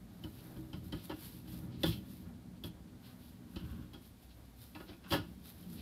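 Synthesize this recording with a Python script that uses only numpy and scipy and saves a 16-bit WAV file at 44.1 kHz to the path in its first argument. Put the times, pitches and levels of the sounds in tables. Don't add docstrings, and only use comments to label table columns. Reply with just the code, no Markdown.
import sys
import numpy as np
from scipy import signal
from scipy.fft import rfft, irfft, next_fast_len
from scipy.io import wavfile
from scipy.ndimage import uniform_filter1d, map_coordinates

SR = 44100
rng = np.random.default_rng(int(sys.argv[2]) if len(sys.argv) > 2 else 0)


def unload_wav(signal):
    wavfile.write(
        sys.argv[1],
        SR,
        np.round(np.clip(np.atleast_2d(signal).T, -1, 1) * 32767).astype(np.int16),
    )


N = 256430
TIME = np.arange(N) / SR


def amp(db):
    return 10 ** (np.asarray(db) / 20)


def unit(x):
    return x / np.sqrt(np.mean(x ** 2) + 1e-20)


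def curves(rows):
    times, *columns = np.transpose(rows)
    return [np.interp(TIME, times, column) for column in columns]


def wobble(rate):
    return map_coordinates(rng.standard_normal(int(N * rate / SR) + 4), [TIME * rate])


def filtered(x, response):
    size = next_fast_len(len(x) + 8192)
    return irfft(rfft(x, size) * response(np.fft.rfftfreq(size, 1 / SR)), size)[:len(x)]


def coloured(x, points):
    f, db = np.transpose(points)
    return unit(filtered(x, lambda hz: amp(np.interp(np.log(hz + 1), np.log(f + 1), db, right=-120))))


def noise(colour):
    return coloured(rng.standard_normal(N), colour)


def grains(per_s):
    return (rng.random(N) < per_s / SR) * rng.standard_normal(N)


def band(x, lo_hz, hi_hz):
    sos = signal.butter(3, [lo_hz, min(hi_hz, .45 * SR)], "band", fs=SR, output="sos")
    return signal.sosfilt(sos, x)


def resonate(force, modes):
    return filtered(force, lambda f: sum(
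        (-1) ** k * amp(db) * 1j * f * width / (hz * hz - f * f + 1j * f * width)
        for k, (hz, width, db) in enumerate(modes)))


def add(track, s, sound):
    part = track[max(round(s * SR), 0):][:len(sound)]
    part += sound[:len(part)]


def strokes(rows, rise_share=0.43, end_drop_db=10.5, flatness=1.57):
    power = np.zeros(N)
    for s, length, db in rows:
        from_peak = abs(TIME - s) / (length * np.where(TIME < s, rise_share, 1 - rise_share))
        power += amp(db - end_drop_db * from_peak ** flatness) ** 2
    return np.sqrt(power)


def scatter(t60, direct_db, room_db, room_t60):
    t = np.arange(SR // 2) / SR
    direct = amp(direct_db - 60 * t / 0.016)
    spread = amp(-60 * t / t60)
    tail = amp(room_db - 60 * t / room_t60)
    return rng.standard_normal(len(t)) * np.sqrt(direct ** 2 + spread ** 2 + tail ** 2)


def strike(x, db):
    power = uniform_filter1d(x ** 2, round(.03 * SR), mode="constant")
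    return amp(db) * x / np.sqrt(power.max())


# frequency in Hz, relative level in dB.
AIR_COLOUR = [(15, -51), (25, -18), (210, -9.5), (282, -6.5), (483, -32), (1180, -30.5), (1380, -41),
              (1910, -32), (2370, -31), (2570, -33.5), (3180, -31), (3640, -32), (7330, -36),
              (11900, -34.5), (15600, -39)]
BOOM_COLOUR = [(25, -20), (40, -7), (62, 10), (90, 0), (120, 6.5), (170, -31)]
def room():
    air = amp(-64) * noise(AIR_COLOUR)
    boom = amp(-59.5 + 0.75 * wobble(3.66)) * noise(BOOM_COLOUR)
    return air + boom


# time in seconds, firing rate in Hz.
FIRING_RATE = [(0, 64.5), (1.6, 62.6), (3.3, 61.7), (5.81, 59.5)]
# time in seconds, swell in dB.
HUM_SWELL = [(0, -7.5), (0.6, 6.5), (1.2, -1.5), (1.65, 8.5), (2.3, -1.5), (3.4, -3.5), (3.85, 6),
             (4.2, -21), (5.81, -18)]
# multiple of the firing rate, level in dB, dB gained per dB of swell.
HUM_ORDERS = [(1, -75, 2.5), (2, -60.5, 1.5), (3, -71, 0), (4, -61.5, 0.34), (5, -63.5, 1.36), (6, -74, 1),
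              (9, -79.5, 1.5)]
def engine():
    rate_hz, = curves(FIRING_RATE)
    swell_db, = curves(HUM_SWELL)
    phase = 2 * np.pi * np.cumsum(rate_hz) / SR
    out = np.zeros(N)
    for order, db, growth in HUM_ORDERS:
        level = amp(db + growth * swell_db + 1.5 * wobble(4))
        out += level * np.sin(order * phase + .3 * wobble(5))
    return out


# time in seconds, relative level in dB.
RUB_LEVEL = [(0.0, -60), (0.45, -55), (1.37, -56), (1.58, -52.5), (1.89, -49), (2.14, -53), (2.61, -55.5),
             (3.2, -61), (3.61, -54.5), (3.77, -51.5), (4.03, -64.5), (4.48, -65), (4.66, -68.5),
             (5.1, -57.5), (5.53, -59), (5.81, -48.5)]
# peak time in seconds, length in seconds, level in dB.
ROVING_DRAGS = [(0.16, 0.19, -69), (0.48, 0.43, -63.5), (1.65, 0.38, -67.5), (2.29, 0.14, -63.5),
                (3.08, 0.32, -67), (4.91, 0.069, -63.5)]
# frequency in Hz, relative level in dB.
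RUMBLE_COLOUR = [(60, -31), (85, 2), (105, -5.5), (122, -7.5), (146, -8.5), (178, 5.5), (200, -1.5),
                 (228, -0.5), (275, -11.5), (318, -7.5), (350, -21.5), (410, -17), (490, -26.5), (700, -44)]
SCUFF_COLOUR = [(250, -3.5), (450, 3), (700, 2), (1100, -5), (1600, -5.5), (2200, -13), (3200, -30),
                (7000, -52)]
def sliding():
    rub_db, = curves(RUB_LEVEL)
    rumble = amp(rub_db + 1.5 + 1.85 * wobble(25)) * noise(RUMBLE_COLOUR)
    cloth_db = -69.5 + 0.15 * (rub_db - rub_db.mean())
    drag = np.hypot(amp(cloth_db), strokes(ROVING_DRAGS))
    scuff = drag * amp(1.3 * wobble(30)) * noise(SCUFF_COLOUR)
    return rumble + scuff


# peak time in seconds, length in seconds, level in dB.
SLEEVE_BRUSHES = [(0.38, 0.12, -69.5), (0.98, 0.17, -64.5), (1.76, 0.17, -69), (1.93, 0.072, -56),
                  (3.07, 0.098, -67), (3.24, 0.096, -70.5), (4.31, 0.08, -70.5), (4.9, 0.07, -62.5),
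                  (5.8, 0.058, -62.5)]
# frequency in Hz, relative level in dB.
CLOTH_COLOUR = [(1500, -15), (2500, 0), (3200, 1.5), (4200, 2.5), (5200, -4.5), (6200, -19), (8000, -40)]
def sleeves(rest_db=-81):
    motion = np.hypot(amp(rest_db), strokes(SLEEVE_BRUSHES))
    return motion * amp(2.6 * wobble(35)) * noise(CLOTH_COLOUR)


# peak time in seconds, length in seconds, hiss level in dB.
WOOL_PULLS = [(0.25, 0.066, -69), (0.42, 0.64, -65), (0.78, 0.05, -68.5), (0.86, 0.1, -64.5),
              (0.97, 0.11, -64.5), (1.06, 0.14, -58.5), (1.25, 0.19, -55.5), (1.37, 0.14, -63.5),
              (1.525, 0.16, -59), (1.64, 0.1, -69), (1.88, 0.14, -50.5), (2.12, 0.23, -63),
              (2.662, 0.046, -56), (3.07, 0.11, -64), (3.245, 0.24, -68.5), (3.53, 0.1, -69),
              (3.66, 0.41, -69.5), (4.05, 0.13, -66.5), (4.235, 0.049, -66), (4.38, 0.53, -73.5),
              (4.625, 0.13, -61.5), (4.79, 0.34, -68), (5.13, 0.066, -46), (5.3, 0.29, -69.5),
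              (5.48, 0.1, -57), (5.6, 0.21, -65), (5.74, 0.18, -60.5)]
# frequency in Hz, relative level in dB.
FIBRE_COLOUR = [(1500, -8.5), (2500, -12), (3800, -5.5), (5200, -8.5), (6200, -15), (8500, -13.5),
                (9400, -8.5), (11500, -4), (12800, -1), (13600, -4.5), (14400, -6.5), (15700, -15)]
def wool(rest_db=-84):
    pull = np.hypot(strokes(WOOL_PULLS), amp(rest_db))
    snags = unit(grains(per_s=220))
    slips = rng.standard_normal(N) + 0.5 * snags
    hiss = amp(1.3 * wobble(45)) * coloured(slips, FIBRE_COLOUR)
    brush = amp(-10.5 + 1.9 * wobble(35)) * noise(CLOTH_COLOUR)
    return pull * (hiss + brush)


# start in seconds, level in dB before the trim.
FIBRE_SNAPS = [(0.1351, -67), (0.3925, -68), (0.8604, -70), (1.834, -43), (2.639, -48), (3.935, -59)]
def snaps(trim_db=-14):
    out = np.zeros(N)
    for s, db in FIBRE_SNAPS:
        burst = scatter(t60=.04, direct_db=6, room_db=-20, room_t60=.2)
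        add(out, s, strike(band(burst, 9200, 15500), db + trim_db))
    return out


# start in seconds, strength in dB, flesh accent in dB,
# nail accent in dB, click pitch in Hz, landing time in seconds.
FINGER_TAPS = [(0.2378, -52.5, 12.5, 9, 3000, 0.00043), (0.5604, -55.5, 9, -1.5, 3200, 0.0012),
               (0.7293, -49, 4, 5, 3110, 0.0013), (0.9216, -44, 6.5, 6.5, 3140, 0.0018),
               (1.0948, -38.5, -9, -5, 3140, 0.0014), (1.1118, -45.5, -3, 0, 2800, 0.002),
               (1.4755, -58, -6, 6, 3270, 0.0013), (1.833, -30.5, -1.5, 4.5, 3470, 0.00061),
               (1.8556, -48, 3, 16, 3240, 0.0041), (1.8762, -57, 12, 21, 3380, 0.0065),
               (1.9214, -58, -5, 17.5, 3130, 0.007), (2.6373, -45, 3, 6, 3335, 0.00074),
               (3.558, -48.5, 6, 8, 3040, 0.0017), (3.932, -53, 0, 8, 3240, 0.003),
               (4.7483, -45.5, -7, 1, 2700, 0.0021), (4.7995, -47.5, -7.5, -3, 2870, 0.0014),
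               (4.8824, -54.5, 4, 0, 3100, 0.0046), (4.926, -58, 0, 6, 2500, 0.0027),
               (5.0385, -55.5, -18, 3.5, 2770, 0.0024), (5.1044, -37, 3, 7, 3250, 0.0081),
               (5.121, -28, -10.5, 3.5, 3240, 0.00087), (5.1338, -27, -12.5, -4, 2830, 0.0011),
               (5.17, -50.5, 11, 5, 2980, 0.0049), (5.6297, -72, 16, 14, 3190, 0.0016)]
# frequency in Hz, width in Hz, relative level in dB.
BOARD_MODES = [(63.5, 44, 0.5), (120.2, 24.5, -1), (165.8, 16.4, 3), (242, 22, -13), (276, 23, 2.5),
               (317.4, 32, 12), (405, 80, -9), (533.6, 33.4, -1), (630, 90, -9), (827, 104, -7.5),
               (956, 37, -8), (1045, 70, -9), (1198, 36, -14), (1273, 32, -7), (1441, 23, -5.5),
               (1550, 145, -15.5), (1736, 33, -8), (1910, 270, -18)]
CLICK_MODES = [(2540, 130, -12.5), (3360, 420, -8)]
EDGE_MODES = [(3845, 250, 0), (4890, 230, -5.5), (5290, 240, -4)]
PUFF_MODES = [(6800, 2000, -6.5), (9400, 670, -1), (11800, 2500, -4)]
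def taps(ping_t60=0.055, ping_loss_db_per_s=6000):
    out, t = np.zeros(N), np.arange(SR // 2) / SR
    for s, db, flesh_db, nail_accent_db, click_hz, land_s in FINGER_TAPS:
        landing = 1 - np.exp(-t / land_s)
        flesh = landing * scatter(t60=0.17, direct_db=13.5, room_db=-8.5, room_t60=0.32)
        ring = resonate(flesh, BOARD_MODES)
        thud = strike(band(ring, 43, 182), db + flesh_db - 4.5)
        body = strike(band(ring, 201, 446), db + 0.67 * flesh_db - 1)

        knuckle = landing * scatter(t60=0.13, direct_db=6.5, room_db=-12, room_t60=0.29)
        knock = strike(band(resonate(knuckle, BOARD_MODES), 434, 2320), db - 8)

        nail = landing * scatter(t60=0.063, direct_db=4, room_db=-7, room_t60=0.25)
        nail_db = db + nail_accent_db
        nail_ring = resonate(nail, [(click_hz, 170, 0)] + CLICK_MODES)
        click = strike(band(nail_ring, 2060, 5000), nail_db - 14)
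        tone = landing * amp(-60 * t / ping_t60) * np.sin(2 * np.pi * click_hz * t)
        ping = strike(tone, nail_db - 13.5 - ping_loss_db_per_s * land_s)
        edge = strike(band(resonate(nail, EDGE_MODES), 2900, 5570), nail_db - 21)
        puff = strike(band(resonate(nail, PUFF_MODES), 7100, 21000), nail_db - 29)
        add(out, s, thud + body + knock + click + ping + edge + puff)
    return out


# start in seconds, level in dB before the trim.
PALM_PRESSES = [(0.768, -40), (0.854, -40.5), (1.6, -44), (1.87, -29), (1.92, -38), (3.626, -38.5),
                (3.697, -38.5), (3.77, -44), (5.2, -45)]
def presses(trim_db=-6):
    out = np.zeros(N)
    for s, db in PALM_PRESSES:
        push = scatter(t60=0.072, direct_db=-7, room_db=-12.5, room_t60=0.42)
        add(out, s, strike(band(resonate(push, BOARD_MODES), 64, 153), db + trim_db))
    return out


# peak time in seconds, length in seconds, level in dB.
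NAIL_SCRAPES = [(3.08, 0.13, -68.5), (3.68, 0.39, -64.5), (4.9, 0.1, -70), (5.075, 0.11, -60.5)]
# frequency in Hz, width in Hz, relative level in dB.
SCRAPE_MODES = [(1050, 108, 3), (1520, 140, 3), (2820, 260, -8), (3050, 130, -1.5), (3160, 550, -5)]
def scrape():
    return strokes(NAIL_SCRAPES) * unit(resonate(grains(per_s=1500), SCRAPE_MODES))


def walls(x, echo_db, count=10):
    out, bright = x.copy(), band(x, 410, 15000)
    for distance, size in rng.random((count, 2)):
        gain = amp(echo_db - 14.2 * distance) * (0.91 + 0.72 * size)
        add(out, 0.0028 + 0.023 * distance, gain * bright)
    return out


def scene():
    hands = sliding() + sleeves() + wool() + snaps() + taps() + presses() + scrape()
    return (room() + engine() + walls(hands, echo_db=-17))[None]


def record(dry, top_hz=15720):
    return np.array([filtered(x, lambda hz: hz < top_hz) for x in dry])


dry = scene()
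out = record(dry)
unload_wav(out)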